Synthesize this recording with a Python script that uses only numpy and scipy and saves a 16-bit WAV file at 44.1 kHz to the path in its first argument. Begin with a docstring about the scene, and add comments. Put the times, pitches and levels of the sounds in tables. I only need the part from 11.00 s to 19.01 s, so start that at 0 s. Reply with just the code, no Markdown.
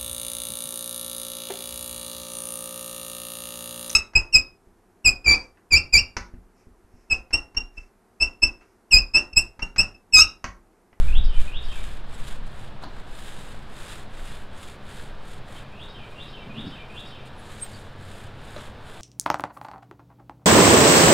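"""A wet paint roller runs up and down a wooden post, outdoors and close to the microphone: its nap
peels off the stain with a fine sticky hiss and the post murmurs under it. The axle squeaks, the wire
frame knocks, and there is one low judder. Farther off, a bird whistles looping notes that echo between
buildings. A gust buffets the microphone and dies away over distant traffic and the hum of machinery.
The sound is mono, the same in both channels."""
import sys
import numpy as np
from scipy import signal
from scipy.fft import rfft, irfft, next_fast_len
from scipy.io import wavfile
from scipy.ndimage import uniform_filter1d

SR = 44100
rng = np.random.default_rng(int(sys.argv[2]) if len(sys.argv) > 2 else 0)


def generate_wav(signal):
    """Clip the signal to [-1, 1] and save it as 16-bit WAV at the path in sys.argv[1]."""
    frames = np.transpose(np.atleast_2d(signal))
    scaled = np.clip(frames, -1, 1) * 32767
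    pcm = np.round(scaled).astype(np.int16)
    wavfile.write(sys.argv[1], SR, pcm)


N = 353180
T = np.arange(N) / SR

# the far wash of the neighbourhood: (frequency [Hz], relative density [dB])
WASH_SPECTRUM = [(20, 5), (60, 8.5), (110, 8.5), (170, 2.5), (330, -1.5), (600, -2), (1000, -4),
                 (1700, -6.5), (2000, -12), (3700, -14), (5000, -23), (6200, -31), (10000, -38.5),
                 (15700, -46)]
# traffic far off: (time [s], level [dB])
TRAFFIC_LEVELS = [(0, -75), (2, -57), (5.5, -54), (7.6, -54.5), (8.01, -48.5)]
# its tyre noise: (frequency [Hz], relative density [dB])
TYRE_SPECTRUM = [(250, -3), (470, 5.5), (720, 1), (1100, -4.5), (2000, -35), (5000, -39)]
# a far engine gathering speed: (time [s], firing rate [Hz], level [dB])
ENGINE_RUN = [(5.6, 77.8, -75), (6.0, 84, -61), (6.95, 96.9, -43), (7.5, 100, -50), (8.01, 108.8, -51.5)]
# distant machinery: (frequency [Hz], width [Hz], level [dB])
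MACHINE_HUMS = [(134.4, 9.2, -53.5), (208, 36, -56)]

# gusts on the microphone: (time [s], relative level [dB], half length [s])
MIC_GUSTS = [(0.003, -13, 0.13), (0.22, -10, 0.056), (.405, -13, 0.039), (0.723, -27, 0.23),
             (1.322, -28.5, 0.13), (2.347, -39, 0.38), (3.29, -35.5, 0.2), (4.204, -37.5, 0.24)]
# the dull buffeting of slow air: (frequency [Hz], relative density [dB])
BUFFET_SPECTRUM = [(3, 11), (10, 2), (20, 3.5), (32, -11), (50, -19), (75, -25.5), (120, -41.5), (200, -58),
                   (400, -87)]
# the flutter a strong gust adds: (frequency [Hz], relative density [dB])
FLUTTER_SPECTRUM = [(35, -2.5), (55, 14.5), (80, -16), (130, -7), (200, -20), (400, -45), (1000, -73.5)]

# the bird's rising call (two lead-in notes, an upsweep, a flick up and down):
# (offset [s], length [s], start pitch [Hz], end pitch [Hz], relative level [dB])
RISING_GLIDES = [(-.062, 0.011, 2390, 2570, -6), (-.016, 0.024, 2650, 2880, -8),
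                 (.006, 0.047, 3020, 3830, -3), (.095, 0.019, 4040, 5520, -17),
                 (.112, .012, 5200, 4100, -14.5)]
# its falling call, three steps down:
# (offset [s], length [s], start pitch [Hz], end pitch [Hz], relative level [dB])
FALLING_GLIDES = [(-.008, .03, 3227, 3045, -0.5), (.028, 0.0201, 2963, 2476, -3),
                  (.06, .048, 2420, 2290, -8)]
# each rising call: (time [s], relative level [dB], send to the yard [dB])
RISING_CALLS = [(.142, -30.5, -9), (.535, -33, -5.5), (4.789, -40, -2.5), (5.175, -41, 1), (5.558, -38, 0),
                (5.953, -43, 4)]
# each falling call: (time [s], relative level [dB], send to the yard [dB])
FALLING_CALLS = [(-.05, -48.5, 2), (.292, -45, 2), (0.691, -39, -7.5), (4.56, -49.5, -7),
                 (4.952, -44, -4.5), (5.338, -41.5, -6), (5.724, -41.5, -5.5), (6.121, -45, -4)]
# echoes off nearby walls: (delay [s], level against the direct sound [dB])
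WALL_ECHOES = [(.022, -1), (.041, -8.5)]

# a low judder: (time [s], level [dB])
JUDDER_LEVELS = [(5.43, -70), (5.475, -40), (5.52, -48), (5.6, -37.5), (5.68, -34.5), (5.76, -66)]
# its resonances: (frequency [Hz], relative level [dB], t60 [s])
JUDDER_RESONANCES = [(130.7, -4, 0.059), (222.3, -1.5, 0.062), (277, -4.5, 0.039), (423, -14.5, 0.058)]
# the roller meeting the post: (time [s], relative level [dB], decay time [s], wood resonance [Hz],
# frame resonance [Hz], frame gain [dB], clatter gain [dB])
POST_KNOCKS = [(1.823, -49, 0.03, 1420, 4200, -9, 2), (1.836, -40, .012, 1610, 4500, -5, 0.5),
               (1.85, -47, 0.032, 294, 4300, -19, -6), (3.995, -45, .0098, 1610, 3700, -5, -23),
               (7.562, -36, 0.0075, 616, 3980, -5.5, -1), (7.577, -42.5, 0.023, 590, 3650, -15, 0)]
# clatter of roller and frame: (frequency [Hz], relative density [dB])
CLATTER_SPECTRUM = [(230, 11), (420, -15), (700, 12), (1100, 5), (1600, 1), (2000, -3), (3200, -8),
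                    (4400, -10), (5900, -8), (8500, -19), (12000, -46), (15700, -55.5)]
# the roller turning on its axle: (time [s], pitch [Hz], peak [dB], width [s], pitch waver [fraction])
AXLE_SQUEAKS = [(1.145, 5367, -60, .012, 0.0035), (1.148, 7700, -52, 0.011, .004),
                (1.145, 10320, -58, .012, .004), (6.397, 10100, -56, 0.014, .001),
                (6.63, 8480, -25.5, 0.0098, 0.0025), (6.647, 14850, -46, .003, .012),
                (6.75, 4600, -48.5, 0.019, 0.054)]

# strokes, up and down in turn: (start [s], fastest [s], end [s], hiss [dB], murmur [dB])
ROLLER_STROKES = [(-.15, -.01, 0.26, -50.5, -49.5), (0.31, 0.422, .56, -48.5, -49.5),
                  (0.55, 0.833, 1.05, -50, -48.5), (1.027, 1.275, 1.424, -50.5, -49),
                  (1.393, 1.633, 1.74, -57, -52.5), (1.89, 1.993, 2.04, -60.5, -54.5),
                  (2.005, 2.273, 2.71, -49.5, -49.5), (2.626, 2.92, 3.08, -47.5, -48),
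                  (3.07, 3.293, 3.49, -51, -49), (3.49, 3.674, 3.78, -49.5, -50.5),
                  (3.798, 3.97, 4.15, -51.5, -51), (4.184, 4.316, 4.42, -54.5, -56),
                  (4.447, 4.544, 4.66, -52, -48.5), (4.758, 4.85, 4.9, -61, -60),
                  (4.895, 5.217, 5.39, -64, -59), (5.478, 5.66, 5.88, -64.5, -51.5),
                  (5.818, 6.064, 6.15, -61.5, -56), (6.302, 6.65, 6.95, -51, -52.5),
                  (6.93, 7.16, 7.34, -53.5, -52.5), (7.307, 7.63, 7.74, -53, -50),
                  (7.8, 7.937, 8.1, -53, -50)]
# a wet patch of nap smacks free: (time [s], level [dB])
WET_SMACKS = [(.85, -56), (1.145, -58), (1.28, -45), (1.47, -62), (1.835, -56), (2.87, -53), (2.92, -51),
              (5.961, -59), (6.005, -57), (6.27, -56)]
# snapping threads of stain: (frequency [Hz], relative density [dB])
PEEL_SPECTRUM = [(1800, -2), (2600, -0.5), (3600, 6), (4400, -3), (5000, -2.5), (5800, -9), (6900, -1.5),
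                 (8200, -0.5), (10500, -5.5), (13000, -14.5), (15700, -22)]
# the post under the rolling nap: (frequency [Hz], relative density [dB])
POST_SPECTRUM = [(150, -39), (220, -2.5), (400, -2), (800, 1), (1250, 3), (1600, 5.5), (2000, 0.5),
                 (3600, -2), (4800, -11), (6500, -35)]


def from_db(db):
    """Decibels to gain."""
    return 10 ** (np.asarray(db) / 20)


def unit_power(x):
    """Scale to an RMS of one."""
    return x / np.sqrt(np.mean(x ** 2) + 1e-20)


def power_sum(levels):
    """Unrelated sounds add in power."""
    return np.sqrt(sum(level ** 2 for level in levels))


def level_curve(rows):
    """Join (time, dB) points into a gain at every sample."""
    return from_db(np.interp(T, *np.transpose(rows)))


def arch(start, top, end):
    """Swell smoothly from nothing to one and back."""
    return np.sin(np.pi / 2 * np.interp(T, [start, top, end], [0, 1, 0]))


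def bell(time, half_s):
    """A rounded bump of height one."""
    return np.exp(-np.minimum(((T - time) / half_s) ** 2, 100) / 2)


def shaped(x, gain_at):
    """Filter by a gain that is a function of frequency; unit power."""
    size = next_fast_len(N)
    hz = np.maximum(np.arange(size // 2 + 1) * SR / size, 1)
    return unit_power(irfft(rfft(x, size) * gain_at(hz), size)[:N])


def coloured(x, spectrum):
    """Give a sound a spectrum that falls away below its first point; unit power."""
    hz, db = np.transpose(spectrum)
    return shaped(x, lambda f: from_db(np.interp(np.log(f), np.log(hz), db))
                  * np.minimum(f / hz[0], 1) ** 2)


def drift(rate_hz):
    """A random wander with a spread of one."""
    return shaped(rng.standard_normal(N), lambda f: 1 / (1 + (f / rate_hz) ** 2))


def clicks(per_s, spread_db):
    """Random clicks of uneven size."""
    sizes = from_db(spread_db * np.minimum(rng.exponential(1, N), 5))
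    return sizes * rng.choice([-1, 1], N) * (rng.random(N) < per_s / SR)


def ring(x, modes):
    """Decaying sines set going by each click; unit power."""
    out = 0
    for k, (hz, db, t60) in enumerate(modes):
        radius, angle = np.exp(-np.log(1000) / (t60 * SR)), 2 * np.pi * hz / SR
        feedback = [1, -2 * radius * np.cos(angle), radius * radius]
        out = out + (-1) ** k * signal.lfilter([0, from_db(db) * np.sin(angle)], feedback, x + 1e-18)
    return unit_power(out)


def yard(x, t60, first_s):
    """Diffuse scatter from trees and buildings, reaching the microphone first_s late."""
    t = T[:SR]
    onset = np.clip(t / first_s - 1, 0, 1)
    tail = rng.standard_normal(SR) * np.exp(-np.log(1000) * t / t60) * onset
    return signal.fftconvolve(x, tail / np.linalg.norm(tail))[:N]


def neighbourhood():
    """In the distance: a steady wash, tyre noise, one engine's firing tone and wavering machine hums."""
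    out = from_db(-44.5) * coloured(rng.standard_normal(N), WASH_SPECTRUM)
    out += level_curve(TRAFFIC_LEVELS) * coloured(rng.standard_normal(N), TYRE_SPECTRUM)
    times, firing_hz, engine_db = np.transpose(ENGINE_RUN)
    pitch = np.interp(T, times, firing_hz) * (1 + 0.0386 * drift(11.7))
    engine_level = from_db(np.interp(T, times, engine_db) + 2 * drift(8.9))
    out += engine_level * np.sin(2 * np.pi * np.cumsum(pitch) / SR)
    for hz, width, db in MACHINE_HUMS:
        hum = shaped(rng.standard_normal(N), lambda f: 1 / (1 + ((f - hz) / width * 2) ** 2))
        out += from_db(db) * hum
    return out


def wind():
    """Eddies right at the microphone; small quick ones grow faster with the gust than large ones."""
    eddies = coloured(rng.standard_normal(N), BUFFET_SPECTRUM)
    eddies /= np.sqrt(uniform_filter1d(eddies ** 2, size=SR // 7))   # evened out over 1/7 s
    breeze, dying_wind = from_db(-46), from_db(-27 - 5.5 * T)
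    gusts = [from_db(db) * bell(time, half_s) for time, db, half_s in MIC_GUSTS]
    strength = power_sum([breeze, dying_wind] + gusts)
    flutter = coloured(rng.standard_normal(N), FLUTTER_SPECTRUM)
    return from_db(3) * strength * eddies + from_db(-10.5) * strength ** 1.3 * flutter


def bird_call(glides, time):
    """Pitch and loudness of one call: each glide moves fast, then levels off, under an arched swell."""
    pitch, swell = np.zeros(N), np.zeros(N)
    for offset, length, from_hz, to_hz, db in glides:
        start = time + offset
        span = slice(*np.searchsorted(T, [start, start + length]))
        progress = np.clip((T[span] - start) / length, 0, 1)
        pitch[span] = to_hz + (from_hz - to_hz) * (1 - progress) ** 1.6
        swell[span] = from_db(db) * np.sin(np.pi * progress) ** 0.26
    return pitch, swell


def whistles(glides, calls):
    """One pure whistle repeated with slight changes, echoed by the walls and smeared by the yard."""
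    direct, scattered = np.zeros(N), np.zeros(N)
    waver, flutter = 1 + 0.012 * drift(70), from_db(2 * drift(60))
    for time, db, scatter_db in calls:
        pitch, swell = bird_call(glides, time)
        note = from_db(db) * swell * flutter * np.sin(2 * np.pi * np.cumsum(pitch * waver) / SR)
        direct += note
        scattered += from_db(scatter_db) * note
    # the highest notes scatter instead of coming back whole
    mirrored = signal.sosfilt(signal.butter(8, 4200, fs=SR, output="sos"), direct)
    echoes = sum(from_db(db) * np.interp(T - delay, T, mirrored, left=0) for delay, db in WALL_ECHOES)
    near = yard(scattered, t60=0.31, first_s=0.0023)
    far = yard(scattered, t60=1.0, first_s=0.022)
    return from_db(-3) * (direct + echoes) + from_db(4) * near + from_db(0.5) * far


def bird():
    """Off among the buildings, each loop of the song climbs, flicks and steps back down."""
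    return whistles(RISING_GLIDES, RISING_CALLS) + whistles(FALLING_GLIDES, FALLING_CALLS)


def judder():
    """Uneven slips shake a few low resonances."""
    shake = ring(clicks(per_s=320, spread_db=1), JUDDER_RESONANCES)
    sounding = (T > JUDDER_LEVELS[0][0]) & (T < JUDDER_LEVELS[-1][0])
    return level_curve(JUDDER_LEVELS) * shake * sounding


def knocks():
    """At the post: a blow, then a short rattle that rings wood and frame over a broad clatter."""
    out = np.zeros(N)
    for time, db, decay_s, wood_hz, frame_hz, frame_db, clatter_db in POST_KNOCKS:
        age = T - time
        contacts = clicks(per_s=6000, spread_db=1)
        blow = from_db(0.5) * np.sin(2 * np.pi * wood_hz * age)
        wood = from_db(-2.5) * ring(contacts, [(wood_hz, 0, 10 / wood_hz)])
        frame = from_db(frame_db) * ring(contacts, [(frame_hz, 0, 16 / frame_hz)])
        clatter = from_db(clatter_db) * coloured(contacts, CLATTER_SPECTRUM)
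        envelope = np.clip(age / 0.0012, 0, 1) * np.exp(-np.abs(age) / decay_s)
        out += from_db(db + 2.5) * envelope * (blow + wood + frame + clatter)
    return out + from_db(-7.5) * yard(out, t60=0.37, first_s=0.013)


def squeaks():
    """Close and almost dry: the axle sticks and slips for a moment at a high pitch."""
    out, waver = np.zeros(N), drift(255)
    for time, hz, db, width, waver_depth in AXLE_SQUEAKS:
        swell = 1 / (1 + ((T - time) / (1.3 * width)) ** 2) ** 2
        phase = 2 * np.pi * hz * np.cumsum(1 + waver_depth * waver) / SR
        out += from_db(db) * swell * np.sin(phase)
    return out + from_db(-34) * yard(out, t60=0.3, first_s=0.0072)


def roller():
    """Close up: faster rolling snaps more threads of stain and draws a louder murmur from the post."""
    speed, hisses, murmurs = np.zeros(N), [], []
    for start, fastest, end, hiss_db, murmur_db in ROLLER_STROKES:
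        stroke_speed = arch(start, fastest, end)
        speed += stroke_speed
        hisses.append(from_db(hiss_db) * stroke_speed ** 1.51)
        murmurs.append(from_db(murmur_db) * stroke_speed ** 0.97)
    smacks = [from_db(db) * bell(time, half_s=0.012) for time, db in WET_SMACKS]
    creep_hiss, creep_murmur = from_db(-72), from_db(-62)   # the roller never quite rests
    snaps_per_s = 2300 + 4200 * speed
    flurries = from_db(1.7 * drift(90) + 0.9 * drift(14))   # the nap is clumpy
    snaps = clicks(snaps_per_s, spread_db=1) / np.sqrt(snaps_per_s) * flurries
    ticks = from_db(-9) * unit_power(clicks(per_s=350, spread_db=2.4))   # thick threads letting go
    peel = coloured(unit_power(snaps) + ticks, PEEL_SPECTRUM)
    wood = coloured(clicks(per_s=5000, spread_db=2.5) * flurries, POST_SPECTRUM)
    return power_sum(hisses + smacks + [creep_hiss]) * peel + power_sum(murmurs + [creep_murmur]) * wood


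def scene():
    """One microphone by the post feeds both channels alike."""
    mono = roller() + squeaks() + knocks() + judder() + bird() + wind() + neighbourhood()
    return np.stack([mono, mono])


def record(dry):
    """The recorder cuts the top steeply."""
    cutoff_hz = 15700
    return signal.sosfilt(signal.ellip(10, 0.1, 80, cutoff_hz, fs=SR, output="sos"), dry)


dry = scene()
out = record(dry)
generate_wav(out)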